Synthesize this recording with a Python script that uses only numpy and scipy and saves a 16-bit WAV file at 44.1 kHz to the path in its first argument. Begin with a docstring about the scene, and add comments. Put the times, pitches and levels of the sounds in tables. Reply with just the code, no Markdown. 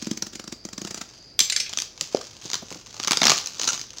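"""A snap-off cutter's slider ratchets over its notches for a second, then the cutter is dropped and
rattles on a tiled floor. A cardboard parcel in taut plastic film is tipped over and knocks on the tiles
just after two seconds. It is picked up, and the film snaps and crinkles under the fingers, with one
short rasp near the end. All of it is close to the microphone in a small hard room, over a low hum,
with a limiter on the sharpest peaks."""
import sys
import numpy as np
from scipy import signal
from scipy.fft import rfft, irfft, next_fast_len
from scipy.io import wavfile
from scipy.ndimage import uniform_filter1d, minimum_filter1d, map_coordinates

SR = 44100
rng = np.random.default_rng(int(sys.argv[2]) if len(sys.argv) > 2 else 0)


def generate_wav(signal):
    """Clip the signal to [-1, 1] and save it as 16-bit WAV at the path in sys.argv[1]."""
    frames = np.transpose(np.atleast_2d(signal))
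    scaled = np.clip(frames, -1, 1) * 32767
    pcm = np.round(scaled).astype(np.int16)
    wavfile.write(sys.argv[1], SR, pcm)


N = 176400
T = np.arange(4096) / SR  # time within one short burst [s]
LEVEL_WINDOW_S = .005  # a hit's level is its energy spread over this time


# the cutter's hits on the tiles: (time [s], clack level [dB], knock level [dB], length [s])
BOUNCES = [(1.3915, -10.5, -21, 0.005), (1.4027, -8.5, -29.5, .014), (1.499, -17.5, -32.5, 0.012),
           (1.5222, -19, -42, 0.018), (1.5628, -15.5, -38, 0.0076), (1.5713, -23.5, -36, 0.019),
           (1.6005, -18, -35, 0.026), (1.648, -47, -64, 0.0036), (1.662, -31.5, -55, 0.033)]
# EQ of the bright clack and of the duller knock under it: (frequency [Hz], gain [dB])
CLACK_EQ = [(700, -46), (1500, -11), (2300, 1.5), (3200, 0), (4400, 2.5), (6200, 0), (7500, -4),
            (9000, -22.5), (12000, -34), (15000, -48)]
KNOCK_EQ = [(80, -32), (250, -18), (500, -2.5), (900, -12), (1400, 0), (2200, 2), (4000, -12)]
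# the cutter's ringing modes: (frequency [Hz], level [dB], decay t60 [s])
CUTTER_MODES = [(1620, -10, .06), (2345, -1, 0.12), (2960, -10, .1), (4040, 10, 0.054), (4610, 4, 0.087),
                (6100, 1, 0.14)]

def dropped_cutter(knock_db=-1, ring_db=-12, brighter=0.6, hold=0.14):
    """The cutter lands on both ends and rattles to rest; harder hits are brighter."""
    out = np.zeros(N)
    mean_db = np.mean([row[1] for row in BOUNCES])
    t = np.arange(SR // 4) / SR
    for s, db, low_db, length in BOUNCES:
        tilt = brighter * (db - mean_db)  # dB per octave
        eq = [(hz, gain + tilt * np.log2(min(hz, 7000) / 4000)) for hz, gain in CLACK_EQ]
        add(out, s, burst(hold_decay(length, hold), eq, db, vary_db=4.2))
        add(out, s, burst(hold_decay(length, hold), KNOCK_EQ, low_db + knock_db, vary_db=3))
        ring = np.zeros(len(t))
        for hz, gain, t60 in CUTTER_MODES:
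            decay = amp(gain + rng.normal(0, 2.5) - 60 * t / t60)
            ring += decay * np.sin(2 * np.pi * hz * (1 + rng.normal(0, .012)) * t)
        add(out, s, at_level(ring, db + ring_db))
    return room(out, wet_db=-4.5)


# the film buckles: (time [s], snap level [dB], cardboard level [dB])
CREASES = [(1.6943, -33.0, -56), (1.7295, -32.5, -42), (1.7347, -27.5, -43.5), (1.7733, -19.5, -35.5),
           (1.7866, -21, -40), (1.8012, -25.0, -49), (1.8201, -23, -42.5), (1.9768, -39.5, -51),
           (2.0105, -19, -39.5), (2.0739, -40, -59), (2.1478, -28, -35.5), (2.1703, -32, -38),
           (2.2116, -37.5, -41.0), (2.4448, -41, -58), (2.4564, -34, -61), (2.5011, -28.5, -41.0),
           (2.515, -29, -44), (2.533, -22.0, -35.5), (2.542, -20.5, -34.5), (2.5538, -25, -36),
           (2.7049, -36.5, -49), (2.7255, -34.5, -43), (2.869, -43, -51), (2.9992, -26.0, -32),
           (3.0306, -29.5, -49), (3.0365, -26.5, -40), (3.047, -25.0, -35), (3.0742, -18.5, -29.5),
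           (3.0802, -19.5, -26), (3.1091, -16, -22), (3.1183, -15.5, -24.5), (3.1317, -18.5, -24.5),
           (3.1717, -15.5, -28), (3.217, -15.0, -18), (3.2317, -11.5, -21.5), (3.2396, -16.5, -28),
           (3.2539, -12.5, -21.5), (3.261, -20, -23.5), (3.2682, -11, -26.0), (3.2813, -12, -22),
           (3.2961, -10.5, -19.5), (3.303, -9, -21), (3.3178, -14.5, -18), (3.3786, -24.0, -51),
           (3.3852, -26.5, -47), (3.4595, -27, -55), (3.4717, -26.0, -53), (3.5966, -24, -36),
           (3.6143, -26, -54), (3.6331, -24, -43.0), (3.6761, -19, -34), (3.7323, -47, -55),
           (3.7945, -30, -54), (3.8141, -28, -47), (3.9052, -36.5, -69), (3.984, -31.5, -55)]
# EQ of the crisp film and of the hollow cardboard: (frequency [Hz], gain [dB])
FILM_EQ = [(700, -23), (1600, -7), (2500, -5.5), (3200, -2.5), (4000, -1), (4800, 2), (5600, 1.5),
           (6400, 3.5), (7300, -5), (8400, -16.5), (12000, -29), (15000, -25)]
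CARDBOARD_EQ = [(50, -24), (140, 0), (280, -1), (480, -4), (610, -3), (740, -1.5), (950, 0.5), (1200, 3.5),
                (1700, -15), (2400, -8.5), (4500, -60)]

def film_snaps(typical_s=0.0051, typical_db=-25, growth_per_db=0.015, loose_brighter=0.33, hold=.2):
    """Creases pop and jolt the cardboard; loose film, barely touching the box, sounds brighter."""
    out, send = np.zeros(N), np.zeros(N)
    transient = 1 + 1.6 * np.exp(-np.abs(T - .0005) / .00015)
    for s, db, card_db in CREASES:
        length = typical_s * np.exp(growth_per_db * (db - typical_db))
        looseness_db = np.clip(db - card_db - 13, -10, 10)  # a typical snap is 13 dB over its cardboard
        tilt = loose_brighter * looseness_db  # dB per octave
        eq = [(hz, gain + tilt * np.log2(min(hz, 6000) / 4000)) for hz, gain in FILM_EQ]
        add(out, s, burst(hold_decay(length, hold) * transient, eq, db, vary_db=2.5))
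        add(out, s, burst(hold_decay(1.5 * length, hold), CARDBOARD_EQ, card_db, vary_db=1.5))
        add(send, s, burst(T == 0, eq, db - 4))  # a click thrown all round, heard only as reverb
    return room(out, wet_db=-8.5) + room(send, wet_db=-6) - send


# the slider's notches: (time [s], click level [dB], thump level [dB], scrape length [s])
NOTCHES = [(0.025, -29.5, -30.5, 0.0043), (0.0703, -31, -23.5, 0.0026), (0.1133, -28.0, -20.5, 0.0029),
           (0.1747, -31.5, -33.5, 0.0022), (0.2253, -26.5, -32, 0.0024), (0.268, -32.5, -36.0, 0.0032),
           (0.3336, -37, -40, 0.0058), (0.3554, -31, -36.0, 0.0044), (0.3975, -31.5, -37.0, 0.0027),
           (0.4419, -37.5, -40.5, 0.0022), (0.478, -32, -33.5, 0.0022), (0.525, -30, -29.5, 0.0035),
           (0.6527, -32.5, -29.0, 0.0018), (0.6887, -37, -67, 0.0015), (0.7323, -32.5, -38, 0.0026),
           (0.7812, -29.5, -32.5, 0.0011), (0.8173, -30, -28.5, 0.0027), (0.8497, -30, -27.5, 0.0016),
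           (0.8745, -30.5, -39, 0.0047), (0.9097, -29, -36.0, 0.0035), (0.9453, -28, -37.5, 0.00088),
           (0.977, -31.0, -40, 0.0061), (1.0147, -27, -37, 0.0045)]
# EQ of a notch click: (frequency [Hz], gain [dB])
NOTCH_EQ = [(300, -5.5), (700, -5.5), (1000, -7), (1400, -3.5), (2200, -7.5), (3300, -5.5), (4600, -2),
            (6100, 1), (7200, -1.5), (8300, -15), (10500, -22), (12500, -30), (15000, -19)]
# the plastic handle's modes: (frequency [Hz], level [dB], decay t60 [s])
HANDLE_MODES = [(217, 2.5, 0.039), (297.5, 2.5, .028)]
# the slider catches and its spring ticks: (time [s], level [dB])
CATCHES = [(0.1124, -28.5), (.1738, -30.5), (0.2229, -20.5), (.651, -34.5), (0.7782, -34.5), (0.9434, -36)]
# EQ of the steel spring: (frequency [Hz], gain [dB])
SPRING_EQ = [(500, -22), (1400, -15), (3000, -19), (4600, -6), (5200, -2), (6000, 6.5), (6700, -4),
             (7500, -15), (8400, -27.5), (12000, -41), (15000, -25)]

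def slider(thump_db=5, tail_db=-15, tail_t60=0.11, attack_s=0.0019, lead_s=.01):
    """The spring scrapes up each notch and snaps in; the plastic handle thumps."""
    out = np.zeros(N)
    since_snap = T - lead_s
    tail = amp(tail_db - 60 * np.abs(since_snap) / tail_t60) * (since_snap > 0)
    for s, db, low_db, length in NOTCHES:
        width = length * np.where(since_snap < 0, 0.71, 1)  # rises faster than it falls
        scrape = np.exp(-np.abs(since_snap) / width)
        add(out, s - lead_s, burst(scrape + tail, NOTCH_EQ, db, vary_db=1.86))
        ring = np.zeros(len(T))
        for hz, gain, t60 in HANDLE_MODES:
            ring += amp(gain - 60 * T / t60) * np.sin(2 * np.pi * hz * (1 + rng.normal(0, 0.056)) * T)
        add(out, s, -amp(low_db + thump_db) * ring * (1 - np.exp(-T / attack_s)))
    for s, db in CATCHES:
        add(out, s, burst(hold_decay(0.0042, hold=.4), SPRING_EQ, db, vary_db=2.5))
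    return room(out, wet_db=-10)


# soft bumps of hand and box: (time [s], level [dB])
BUMPS = [(1.403, -34), (2.013, -36.5), (2.451, -34.5), (2.621, -33), (2.712, -33), (2.753, -35.5)]
# EQ of a muffled bump: (frequency [Hz], gain [dB])
BUMP_EQ = [(30, -23), (90, -7), (160, -4), (320, -7.5), (500, -13), (1200, -25.5), (3000, -45)]

def box_knocks(tip_s=2.1486, tip_db=-4.5, tip_hz=480, width_s=0.00085):
    """The box tips onto the tiles with one dead knock; handling adds soft bumps."""
    since_tip = np.arange(N) / SR - tip_s
    pulse = np.exp(-np.minimum((since_tip / width_s) ** 2 / 2, 50))
    out = -amp(tip_db) * pulse * np.sin(2 * np.pi * tip_hz * since_tip + 0.33)
    bump_envelope = amp(-60 * T / 0.06) * (1 - np.exp(-T / 0.0027))
    for s, db in BUMPS:
        add(out, s, burst(bump_envelope, BUMP_EQ, db))
    return room(out, wet_db=-11.5)


# fader ride of the film's fine crinkle: (time [s], level [dB])
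CRINKLE_FADER = [(0, -40.5), (.3, -62), (.6, -62.5), (.9, -52), (1.17, -51), (1.35, -61.5), (1.72, -46),
                 (1.9, -49.5), (2.2, -43), (2.38, -46), (2.46, -38.5), (2.56, -54), (2.63, -51),
                 (2.72, -41.5), (2.82, -51), (2.871, -42), (2.98, -41.5), (3.1, -45), (3.2, -36),
                 (3.3, -24), (3.39, -30), (3.54, -44), (3.62, -26), (3.77, -32.5), (3.86, -51.5),
                 (4, -41.5)]

def crinkle(ticks_per_s=420, spread_db=5, grain_t60=0.011, card_db=-11, trim_db=-2):
    """Many tiny creases tick as the hands work the film."""
    onsets = rng.random(N) < ticks_per_s / SR
    ticks = onsets * amp(spread_db * np.minimum(rng.exponential(size=N), 3.5))
    grains = signal.fftconvolve(ticks, amp(-60 * T / grain_t60))[:N] * rng.choice([-1., 1.], N)
    film = unit(colour(grains, FILM_EQ))
    cardboard = amp(card_db) * unit(colour(grains, CARDBOARD_EQ))
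    fader_db = np.interp(np.arange(N) / SR, *np.transpose(CRINKLE_FADER))
    return room((film + cardboard) * amp(fader_db + trim_db), wet_db=-3.5)


# a finger slips on the film: (time [s], length [s], level [dB])
SLIPS = [(3.676, 0.03, -23)]
# peaky EQ of the rasp: (frequency [Hz], gain [dB])
SLIP_EQ = [(150, -28), (600, -10), (1100, -11.5), (1420, 7), (1800, -14.5), (2900, 2), (3300, -16),
           (3900, 1), (5100, -12), (5900, 7), (6600, 2.5), (8400, -20), (15000, -46)]

def finger_slip(grains_per_s=480, scatter_db=3, trim_db=-4, grain_t60=0.0015):
    """Skin sticks and slips on the film in a quick uneven rasp."""
    out = np.zeros(N)
    for s, length, db in SLIPS:
        for offset in np.arange(0, length, 1 / grains_per_s):
            jitter = rng.normal(0, 0.25) / grains_per_s
            grain_db = db + trim_db + rng.normal(0, scatter_db)
            add(out, s + offset + jitter, burst(amp(-60 * T / grain_t60), SLIP_EQ, grain_db))
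    return room(out, wet_db=-10)


# reverb time of the small hard room: (frequency [Hz], decay t60 [s])
REVERB_T60 = [(150, 0.25), (600, 0.29), (2000, 0.33), (6000, 0.38), (9000, 0.2), (15000, 0.32)]
# EQ of the reverb: (frequency [Hz], gain [dB])
REVERB_EQ = [(100, -2.5), (600, 1), (1500, 0), (3000, -1), (6500, -1.5), (10000, 1.5)]

def room(x, wet_db, step_s=.25):
    """Dry sound plus diffuse reverb, crossfading to a fresh tail each step as things move."""
    out, t = x.copy(), np.arange(N) / SR
    for s in np.arange(0, N / SR + step_s, step_s):
        near = np.abs(t - s) < step_s
        if x[near].any():
            hz, age, noise = signal.stft(rng.standard_normal(SR // 2), SR, nperseg=256)
            decay = amp(along(REVERB_EQ, hz)[:, None] - 60 * age / along(REVERB_T60, hz)[:, None])
            attack = 1 - np.exp(-age / 0.0005)
            tail = signal.istft(noise * decay * attack, SR, nperseg=256)[1]
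            send = x[near] * np.cos(np.pi / 2 * (t[near] - s) / step_s)
            add(out, t[near][0], amp(wet_db) * signal.fftconvolve(send, tail / np.linalg.norm(tail)))
    return out


# EQ of the room tone: (frequency [Hz], gain [dB])
ROOM_TONE_EQ = [(20, -28), (34, -22), (45, -9), (65, -9.5), (105, 0), (150, -7.5), (220, -8.5), (500, -11),
                (1000, -21), (2500, -22), (6500, -47), (8500, -38), (15000, -51)]
# fader ride of the thin hiss: (time [s], level [dB])
HISS_FADER = [(0, -55), (1.35, -55.5), (1.6, -81), (4, -80)]

def background(tone_db=-55, hum_hz=47, hum_db=-65.5, hiss_hz=4770, half_width_hz=240, waver_db=3.5):
    """A bed of low room tone, mechanical hum and a thin wavering hiss that drops away around 1.5 s."""
    hz, t = np.fft.rfftfreq(N, 1 / SR), np.arange(N) / SR
    hiss = irfft(rfft(rng.standard_normal(N)) / (1 + ((hz - hiss_hz) / half_width_hz) ** 2), N)
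    tone = amp(tone_db) * unit(colour(rng.standard_normal(N), ROOM_TONE_EQ))
    waver = map_coordinates(rng.standard_normal(size=100), [t * 8])  # 8 random values a second
    hum = amp(hum_db) * np.sqrt(2) * np.sin(2 * np.pi * hum_hz * t + 0.36 * waver)
    hiss_db = np.interp(t, *np.transpose(HISS_FADER)) + waver_db * waver
    return tone + hum + amp(hiss_db) * unit(hiss)


def burst(envelope, eq, db, vary_db=0):
    """A short noise hit with its own envelope, EQ and level."""
    noise = envelope * rng.choice([-1., 1.], len(T))
    return at_level(colour(noise, eq, vary_db), db)


def hold_decay(length, hold):
    """Contact envelope: hold for a share of the length, then fall 30 dB in length seconds."""
    return amp(-30 * np.maximum(T - hold * length, 0) / length)


def colour(x, eq, vary_db=0):
    """Minimum-phase EQ, with random peaks and dips scaled by vary_db."""
    size = next_fast_len(len(x) + len(T), True)
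    size += size % 2
    hz = np.fft.rfftfreq(size, 1 / SR)
    ripple = map_coordinates(rng.standard_normal(size=48), [np.sqrt(hz / hz[-1]) * 47])
    cepstrum = irfft(np.log(amp(along(eq, hz) + vary_db * ripple)))
    cepstrum[1:size // 2] *= 2  # folded forward, so nothing rings ahead of a hit
    cepstrum[size // 2 + 1:] = 0
    return irfft(rfft(x, size) * np.exp(rfft(cepstrum)), size)[:len(x)]


def along(points, hz):
    """Read (frequency [Hz], value) points on a log axis."""
    frequencies, values = np.transpose(points)
    return np.interp(np.log(hz + 1), np.log(frequencies + 1), values)


def at_level(x, db):
    """Scale a hit so that its energy, spread over the level window, comes to db."""
    return amp(db) * x * np.sqrt(LEVEL_WINDOW_S * SR / np.sum(x ** 2))


def amp(db):
    """Decibels to gain."""
    return 10 ** (np.asarray(db) / 20)


def unit(x):
    """Scale to rms 1."""
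    return x / np.sqrt(np.mean(x ** 2) + 1e-20)


def add(track, s, sound):
    """Mix a sound in at time s."""
    start = max(round(s * SR), 0)
    track[start:start + len(sound)] += sound[:max(N - start, 0)]


def scene(low_cut_hz=118):
    """Mono mix of cutter and parcel over the background; the foley is thinned below about 118 Hz, while the
    background keeps its low end."""
    foley = slider() + dropped_cutter() + film_snaps() + crinkle() + finger_slip() + box_knocks()
    low_cut = signal.butter(2, low_cut_hz, "high", fs=SR, output="sos")
    return (signal.sosfilt(low_cut, foley) + background())[None]


def record(dry, ceiling=0.81, high_cut_hz=15800):
    """A fast limiter holds the peaks down, then a brick-wall filter cuts the very top."""
    needed_gain = np.minimum(1, ceiling / (np.abs(dry) + 1e-9))
    limited = dry * uniform_filter1d(minimum_filter1d(needed_gain, size=41), size=41)
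    size = next_fast_len(N + len(T))
    passband = np.fft.rfftfreq(size, 1 / SR) < high_cut_hz
    return irfft(rfft(limited, size) * passband, size)[..., :N]


dry = scene()
out = record(dry)
generate_wav(out)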